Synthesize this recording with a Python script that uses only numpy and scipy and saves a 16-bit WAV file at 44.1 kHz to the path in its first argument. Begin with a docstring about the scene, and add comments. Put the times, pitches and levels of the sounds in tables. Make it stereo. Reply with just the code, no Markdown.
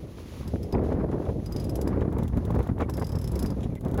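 """Cranking a winch under sail

A rope winch is cranked back and forth in a yacht's cockpit. On one stroke its pawls (small catches)
snap onto the teeth and ring the metal drum; on the return they tick, dry and bright. The handle knocks
and the rope creaks. Gusts of wind buffet the microphone, over the hiss of water along the hull."""
import sys
import numpy as np
from scipy import signal
from scipy.fft import rfft, irfft
from scipy.io import wavfile
from scipy.ndimage import uniform_filter1d

SR = 44100
rng = np.random.default_rng(int(sys.argv[2]) if len(sys.argv) > 2 else 0)


def unload_wav(signal):
    """Save mono or channel-first audio to the path in sys.argv[1] as 16-bit WAV at rate SR, clipped to [-1, 1]."""
    wavfile.write(
        sys.argv[1],
        SR,
        np.round(np.clip(np.atleast_2d(signal).T, -1, 1) * 32767).astype(np.int16),
    )


N = 176400  # 4 seconds
SIDES = np.array([[1], [-1]])  # adds a signal on the left and subtracts it on the right

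# Pawls landing. Each row: start in seconds, ring level in dB, snap level in dB, favoured pitch in Hz.
# Levels in all tables are relative: the functions set the final balance.
PAWL_CLICKS = [(0.477, -38, -49, 5090), (0.6303, -33.5, -49.5, 5170), (0.725, -33, -51, 5040),
               (1.4598, -33, -47.5, 4820), (1.5228, -33, -47, 4880), (1.563, -31, -47, 4840),
               (1.599, -36, -47.5, 4830), (1.641, -38, -46.5, 4830), (1.694, -29, -46, 5220),
               (1.755, -38, -40, 5060), (1.8133, -44, -40.5, 5020), (1.875, -36.5, -45, 4840),
               (2.8966, -32, -43.5, 5190), (2.9379, -33, -46, 5330), (2.969, -45, -45, 4990),
               (2.996, -40, -47.5, 4820), (3.02, -40, -52, 5130), (3.0438, -35, -50, 5010),
               (3.0677, -39.5, -47, 4860), (3.092, -33, -50.5, 5150), (3.12, -34, -48.5, 5190),
               (3.154, -35.5, -49, 5230), (3.186, -36, -50, 5330), (3.2144, -39, -46.5, 5160),
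               (3.2422, -30.5, -46, 5200), (3.275, -34, -44, 5280), (3.316, -37, -46, 5490),
               (3.3557, -34, -44.5, 5370), (3.3921, -37.5, -38.5, 4950), (3.4258, -29, -40.5, 5240),
               (3.4604, -30.5, -45, 5040), (3.503, -36.5, -49.5, 5060)]
# The drum's natural tones. Each row: pitch in Hz, level in dB, seconds to fade by 60 dB.
DRUM_TONES = [(4926,8.5,0.039),(4930,-3,0.073),(5146,1,0.031),(5315,-1,0.042),(5900,4,0.02),(6570,0.5,0.02),(7720,4,0.047),(7400,-8.5,0.036),(9600,-2.5,0.064),(10590,5,0.014),(10660,-1,0.033),(13140,12,.025),(12680,11.5,0.023),(13300,4,0.02),(14800,-15,.02)]
# The snap's colour (its mix of low and high sound). Each row: frequency in Hz, level in dB.
SNAP_COLOUR = [(1200,4.5),(2500,2),(3600,4.5),(4250,14),(5200,13),(6600,7),(9000,5.5),(12300,13.5),(13600,-2),(14800,-12),(16000,8)]
def ringing_pawls():
    """Each pawl snaps onto a tooth and rattles; every contact rings the drum, a little differently each time."""
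    focus_db, focus_width_hz = 18, 200  # each click favours the low tones near its own pitch
    detune, scatter_db = 0.0048, 3  # how much the tones change from tooth to tooth
    hz, db, fade_s = np.array(DRUM_TONES).T[:, :, None]
    t = np.arange(SR // 10) / SR
    low, high = np.zeros(N), np.zeros(N)
    is_low = hz[:, 0] < 6800  # low tones follow the ring level, high ones the snap level
    for at, ring_db, snap_db, centre_hz in PAWL_CLICKS:
        focus = undb(focus_db * (np.exp(-((hz - centre_hz) / focus_width_hz) ** 2) - 1))
        louder, sharper = rng.standard_normal((2, len(DRUM_TONES), 1))
        pitch = hz * (1 + detune * sharper * fade_s.min() / fade_s)  # short tones shift the most
        fade = np.exp(-np.log(1000) * t / fade_s)
        ring = undb(db + scatter_db * louder) * fade * np.sin(2 * np.pi * pitch * t)
        tones = signal.fftconvolve(ring, pawl_contacts(len(t))[None], axes=1)[:, :len(t)]
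        tones *= ring.std(axis=1, keepdims=True) / tones.std(axis=1, keepdims=True)  # keep each level
        add(low, at, undb(ring_db - 9) * (focus * tones)[is_low].sum(0))
        add(high, at, undb(snap_db - 8) * tones[~is_low].sum(0))
    rattle = even(undb(7.5 * wander(per_s=1100)), span_s=0.0027)
    snaps = [(at, snap_db) for at, _, snap_db, _ in PAWL_CLICKS]
    envelope = bursts(snaps, rise_s=0.0004, decay_s=0.0033, tail_db=-5, tail_s=0.012)
    snap = undb(3) * wide_noise(SNAP_COLOUR) * rattle * envelope
    return low * undb(-3.25 * SIDES) + high + snap  # the low tones sit to the right


def pawl_contacts(samples):
    """One pawl grazes the tooth, lands and bounces; the cockpit throws back a scatter of echoes."""
    mean_gap_s, contact_db = 0.0017, (-7, -4, -8.5, -12)
    gaps = mean_gap_s * (0.5 + rng.random(size=len(contact_db)))
    echo_s = rng.uniform(0.0046, 0.029, size=16)
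    times = np.concatenate([np.cumsum(gaps) - gaps[0], echo_s])
    strengths = np.concatenate([undb(contact_db), undb(-11) * np.exp(-echo_s / 0.011)])
    hits = np.zeros(samples)
    np.add.at(hits, np.clip(times * SR, 0, samples - 1).astype(int), strengths)
    return hits


# Ticks of the return stroke. Each row: start in seconds, level in dB.
DRY_TICKS = [(0.837, -48), (2.1256, -41.5), (2.1834, -37), (2.2319, -35), (2.2788, -36.5), (2.3708, -36),
             (2.4508, -35.5), (2.5054, -38.5), (2.5496, -39.5), (2.589, -39), (2.6274, -39),
             (2.6725, -40.5), (2.7861, -44), (2.804, -44), (3.7529, -39.5), (3.8083, -41), (3.8492, -39),
             (3.8826, -40.5), (3.913, -39), (3.9415, -36), (3.9757, -33)]
# Their bright colour. Each row: frequency in Hz, level in dB.
TICK_COLOUR = [(1500,-11),(3500,5.5),(5500,-1),(7000,0.5),(8100,2.5),(9200,0.5),(10900,1),(11600,4.5),(12500,0),(13300,4),(14700,-5),(16000,5.5)]
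def dry_pawls():
    """On the return stroke the pawls tick with hardly any ring."""
    envelope = bursts(DRY_TICKS, rise_s=0.00045, decay_s=0.0011, tail_db=-3.5, tail_s=0.0073)
    return undb(-6.5) * wide_noise(TICK_COLOUR) * envelope


# Knocks of the handle and rope. Each row: start in seconds, level in dB.
KNOCKS = [(.924,-50.5),(1.113,-51.5),(1.252,-52),(2.008,-49),(2.185,-50.5),(2.371,-55),(2.590,-58),(2.604,-62),(2.806,-46),(2.815,-48),(2.891,-64),(2.977,-51),(3.020,-49),(3.605,-50),(3.630,-44),(3.639,-48.5)]
# Their duller colour. Each row: frequency in Hz, level in dB.
KNOCK_COLOUR = [(600,-20),(1500,-1),(2600,5.5),(4000,4.5),(5200,-3.5),(7500,-4),(15000,-14)]
def handle_knocks():
    """Handle and rope knock as the load changes, a little to the right."""
    envelope = bursts(KNOCKS, rise_s=0.00097, decay_s=0.003, tail_db=-7, tail_s=0.016)
    return undb(-2) * noise(KNOCK_COLOUR) * envelope * undb(-1.2 * SIDES)


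# Creaks of the loaded rope. Each row: start in seconds, length in seconds, pitch in Hz, level in dB.
CREAKS = [(2.80,0.049,2290,-47.5),(3.702,0.031,2300,-61),(3.75,.036,2120,-51)]
def rope_creaks():
    """The rope slips in quick uneven steps; each rings briefly, and later ones are a little lower."""
    slips_per_s, ring_s, pitch_drop = 420, 0.0024, 0.07
    out, t = np.zeros(N), np.arange(SR // 50) / SR
    for at, length, hz, db in CREAKS:
        for progress in rng.uniform(0, 1, max(int(length * slips_per_s), 1)):
            pitch = hz * (1 + pitch_drop * (0.5 - progress))
            ring = np.sin(2 * np.pi * pitch * t) * np.exp(-t / ring_s)
            add(out, at + progress * length, undb(db) * ring)
    return out


# The wind's base level. Each row: time in seconds, then low rumble, middle flutter and high rasp in dB.
WIND_LEVELS = [(0,-41.5,-46.5,-57),(.36,-39,-47,-55.5),(.44,-36,-50,-46.5),(.6,-29,-38,-69),(0.721,-37.5,-38.5,-47),(.74,-26,-30,-40),(1.05,-27.5,-31.5,-44),(1.29,-34.5,-33,-41.5),(1.35,-30,-34,-63.5),(1.5,-32,-41,-47.5),(1.66,-27,-34.5,-49.5),(1.83,-28,-31.5,-45.5),(1.93,-25.5,-32,-37.5),(2.1,-27,-32,-45),(2.22,-25,-33.5,-40.5),(2.3,-27,-47,-48),(2.42,-28.5,-36,-45.5),(2.58,-22.5,-34.5,-42.5),(2.66,-33.5,-41,-42),(2.78,-29,-37.5,-50),(2.95,-28.5,-39,-47),(3.07,-29.5,-40,-45.5),(3.28,-27.5,-39,-48),(3.42,-27,-32.5,-42),(3.55,-29,-45,-47.5),(3.72,-29.5,-37,-52.5),(3.79,-35.5,-45,-59),(3.87,-31.5,-34.5,-45),(4,-24,-30.5,-43)]
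# Single shoves of wind. Each row: time of the peak in seconds, then rumble, flutter and rasp in dB.
BUFFETS = [(0.042,-32.5,-39,-67),(0.184,-55,-40.5,-45),(0.406,-31,-39.5,-62),(.475,-28.5,-41,-48),(.548,-24.5,-31.5,-52),(0.754,-22,-24,-46),(.788,-39,-25,-44),(0.834,-27,-28,-53),(.9,-34,-39,-45),(0.925,-38,-28.5,-33),(1.013,-36,-40,-36.5),(1.045,-23,-27,-40.5),(1.125,-46,-39,-40.5),(1.154,-28,-31,-53),(1.2,-38,-30.5,-60),(1.297,-24,-33,-47),(1.882,-35,-43,-40),(1.981,-40,-25,-46),(2.023,-37,-29,-39),(2.134,-47,-40,-39.5),(2.341,-25,-36,-61),(2.377,-23,-30,-39.5),(2.506,-27,-41,-36.5),(2.562,-31,-26.5,-34),(2.601,-21.5,-27.5,-35),(2.699,-24,-39.5,-37),(2.727,-22.5,-55,-64),(2.815,-26,-25,-28),(2.895,-37,-35,-34.5),(2.984,-40,-30.5,-36),(3.022,-26,-30,-31),(3.162,-25.5,-34,-44),(3.352,-24.5,-37,-42),(3.4,-29,-47,-45),(3.446,-22.5,-35,-37),(3.515,-29,-30,-42),(3.579,-29,-31.5,-50),(3.657,-27,-34.5,-45),(3.861,-24,-31.5,-41.5),(3.944,-25.5,-35,-37.5),(3.995,-34,-33,-29.5)]
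# The wind's deep colour. Each row: frequency in Hz, level in dB.
WIND_COLOUR = [(20,-6.5),(32,-19),(48,-2),(68,3),(100,-1),(160,-4),(250,-7),(400,-9.5),(550,-15.5),(750,-22.5),(1000,-24),(1400,-32),(2000,-39.5),(3000,-54),(5000,-58),(9000,-87)]
def wind():
    """Air swirls at the microphone: rumble, flutter and rasp swell in buffets and partly share eddies."""
    rumble_top_hz, flutter_top_hz, buffet_half_s = 234.4, 731, 0.011
    bands = below(rumble_top_hz), above(rumble_top_hz) * below(flutter_top_hz), above(flutter_top_hz)
    balance_db, width_db = (-1, -0.5, -5.5), (-36, -2, 0)  # for rumble, flutter, rasp
    eddy_db, gust_db = (3.5, 4, 4), (1.06, 1.3, 1.7)  # depth of the quick and the slower swings
    t = np.arange(N) / SR
    base, buffets = np.array(WIND_LEVELS), np.array(BUFFETS)
    swells = np.exp(-((t - buffets[:, :1]) / buffet_half_s) ** 2)
    eddies, gusts, out = wander(per_s=110), wander(per_s=22), 0
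    for k, band in enumerate(bands):
        base_power = undb(np.interp(t, base[:, 0], base[:, k + 1])) ** 2
        buffet_power = undb(buffets[:, k + 1]) ** 2 @ swells
        level = undb(balance_db[k]) * np.sqrt(base_power + buffet_power)
        mid = even(noise(WIND_COLOUR, band), span_s=0.0299)
        side = undb(width_db[k]) * noise(WIND_COLOUR, band)
        swirl = (eddies + wander(per_s=110)) / np.sqrt(2)
        churn = even(undb(eddy_db[k] * swirl), span_s=0.029)
        surge = even(undb(gust_db[k] * gusts), span_s=0.19)
        out = out + level * surge * churn * (mid + side * SIDES)
    return out


# Sharp pops of wind. Each row: start in seconds, thud level in dB, crack level in dB.
POPS = [(0.537, -22.5, -50), (0.558, -22.5, -38.5), (0.728, -38, -34.5), (0.741, -28, -28),
        (0.75, -23, -22), (0.781, -29, -34), (0.829, -22.5, -42), (0.903, -20, -36), (0.92, -30, -36.5),
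        (0.947, -27, -49.0), (1.046, -23, -40), (1.145, -23, -35), (1.286, -28, -38), (1.297, -24, -34.5),
        (1.399, -39, -41.5), (1.561, -20.5, -46), (1.79, -21, -37.5), (1.873, -20.5, -29.5),
        (1.928, -39, -31.5), (1.973, -22, -34), (2.016, -19, -30), (2.078, -27, -43), (2.132, -40.5, -36),
        (2.166, -32.0, -34), (2.186, -29, -29), (2.333, -29, -36), (2.371, -20, -36), (2.503, -28, -28.5),
        (2.544, -33, -30), (2.591, -28, -28.5), (2.604, -34, -29), (2.689, -26.5, -32), (2.781, -41, -34),
        (2.802, -38, -32.5), (2.81, -26.5, -25), (2.819, -38, -23), (2.893, -35.0, -39), (3.022, -26, -29),
        (3.36, -25.5, -35), (3.448, -41, -28.5), (3.859, -39, -35)]
# The colours of the thud and the crack. Each row: frequency in Hz, level in dB.
THUD_COLOUR = [(70,3),(150,-3.5),(330,0),(480,-4.5),(700,-19),(3000,-78)]
CRACK_COLOUR = [(300,-22),(500,1.5),(900,4),(1300,-16),(2200,-17.5),(3500,-39),(6000,-46),(12000,-58)]
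def wind_pops():
    """Eddies (small swirls of air) break on the microphone, each a mix of low thud and dull crack."""
    thuds, cracks = [(at, db) for at, db, _ in POPS], [(at, db) for at, _, db in POPS]
    thud = even(noise(THUD_COLOUR), span_s=0.0085)
    thud *= bursts(thuds, rise_s=0.00087, decay_s=0.0032, tail_db=-22, tail_s=0.0046)
    crack = even(wide_noise(CRACK_COLOUR), span_s=0.0019)
    crack *= bursts(cracks, rise_s=0.00077, decay_s=0.0021, tail_db=-15.5, tail_s=0.0059)
    return undb(-0.5) * thud + undb(-1.5) * crack


# How loud the water is. Each row: time in seconds, level in dB.
WATER_LEVELS = [(0,-58),(.14,-53.5),(.2,-49.5),(.48,-51),(.6,-56),(.72,-54),(.81,-69),(.85,-52),(.97,-65),(1.15,-63),(1.2,-58),(1.29,-54.5),(1.36,-60),(1.6,-50.5),(1.85,-60),(2.1,-63.5),(2.45,-61),(2.65,-58),(2.75,-67),(3.3,-56),(3.68,-59.5),(3.79,-64),(4,-61.5)]
# The water's colour. Each row: frequency in Hz, level in dB.
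WATER_COLOUR = [(200,12),(330,20),(600,-17),(1100,7.5),(1500,-0.5),(2000,3.5),(3300,1.5),(4500,-2.5),(6500,-2),(8300,-14.5),(10000,-4),(13000,-9.5),(16000,-10)]
def water():
    """Water washes along the hull: a flickering hiss, widest in its middle pitches."""
    at, db = np.array(WATER_LEVELS).T
    mid = noise(WATER_COLOUR)
    side = undb(-1.5) * noise(WATER_COLOUR, above(hz=980) * below(hz=3700, order=1))
    flicker_db = 1.9 * wander(per_s=22.5)
    return undb(np.interp(np.arange(N) / SR, at, db) + flicker_db) * unit(mid + side * SIDES)


def microphone_hiss():
    """The microphone adds its own faint, steady, high hiss."""
    colour = [(2000, -14), (6000, -11), (8300, 1), (11000, 2.5), (13500, 2), (16000, -15)]
    return undb(-70.5) * noise(colour)


def undb(db):
    """Turn decibels into a number to multiply by."""
    return 10 ** (np.asarray(db) / 20)


def unit(x):
    """Scale a signal to an average level (rms) of 1."""
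    return x / np.sqrt(np.mean(x ** 2))


def even(x, span_s):
    """Hold the level near 1 over a span, keeping only the quicker changes."""
    return x / np.sqrt(uniform_filter1d(x ** 2, max(int(span_s * SR), 2)) + 1e-9)


def noise(colour, band=1):
    """Noise at level 1, coloured by (Hz, dB) points and an optional filter."""
    hz, db = np.array(colour).T
    f = np.maximum(np.fft.rfftfreq(N, 1 / SR), 1)
    gain = undb(np.interp(np.log(f), np.log(hz), db))
    return unit(irfft(rfft(rng.standard_normal(N)) * band * gain, N))


def wide_noise(colour):
    """Noise with a little stereo width, as from echoes in the cockpit."""
    return noise(colour) + undb(-8) * noise(colour) * SIDES


def below(hz, order=6):
    """A filter curve that keeps the lows; a higher order cuts more steeply."""
    return 1 / np.sqrt(1 + (np.fft.rfftfreq(N, 1 / SR) / hz) ** (2 * order))


def above(hz, order=6):
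    """The matching curve that keeps the highs."""
    return np.sqrt(1 - below(hz, order) ** 2)


def wander(per_s):
    """Smooth random motion of typical size 1."""
    step = max(int(SR / per_s), 2)
    stairs = np.repeat(rng.standard_normal(N // step + 1), step)
    return unit(uniform_filter1d(stairs, step)[:N])


def add(track, at, sound):
    """Mix a sound into a track at a time in seconds."""
    i = int(np.clip(at * SR, 0, N - 1))
    track[i:i + len(sound)] += sound[:N - i]


def bursts(rows, rise_s, decay_s, tail_db, tail_s):
    """Loudness over time for (seconds, dB) blows: a short crack, then its scatter round the cockpit."""
    t = np.arange(SR // 5) / SR
    rise = (1 - np.exp(-t / rise_s)) ** 2
    shape = rise * (np.exp(-t / decay_s) + undb(tail_db) * np.exp(-t / tail_s))
    power = np.zeros(N)
    for at, db in rows:
        add(power, at, (undb(db) * shape / shape.max()) ** 2)
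    return np.sqrt(power)


def scene():
    """Winch, rope, wind and water together, over the microphone's own hiss."""
    winch = ringing_pawls() + dry_pawls() + handle_knocks() + rope_creaks()
    return winch + wind() + wind_pops() + water() + microphone_hiss()


def record(dry):
    """The phone's processing centres the bass, widens the treble, rounds peaks, trims lows and highs."""
    widens_s, lag_s, ceiling = (1.71, 2.7), 0.0002337, 0.21
    f = np.fft.rfftfreq(N, 1 / SR)
    t = np.arange(N) / SR
    dry = dry * np.clip(np.minimum(t, t[-1] - t) / 0.003, 0, 1)  # quick fade in and out
    mid, side_spectrum = (dry[0] + dry[1]) / 2, rfft(dry[0] - dry[1]) / 2
    narrow = irfft(side_spectrum * above(hz=990, order=10), N)
    wide = irfft(side_spectrum * above(hz=560, order=3), N)
    opened = np.interp(t, widens_s, (0, 1))  # the stereo width spreads down to lower pitches
    side = (1 - opened) * narrow + opened * wide
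    # In the treble, left and right swing opposite ways and slightly apart in time.
    phase = above(hz=3680) ** 2 * (np.pi - 2 * np.pi * f * lag_s)
    spectrum = rfft(mid + side * SIDES) * above(hz=33.8, order=3)
    stereo = irfft(spectrum * np.exp(1j * phase * SIDES / 2), N)
    rounded = stereo / (1 + (stereo / ceiling) ** 4) ** (1 / 4)
    return irfft(rfft(rounded) * below(hz=15850, order=60), N)


dry = scene()
out = record(dry)
unload_wav(out)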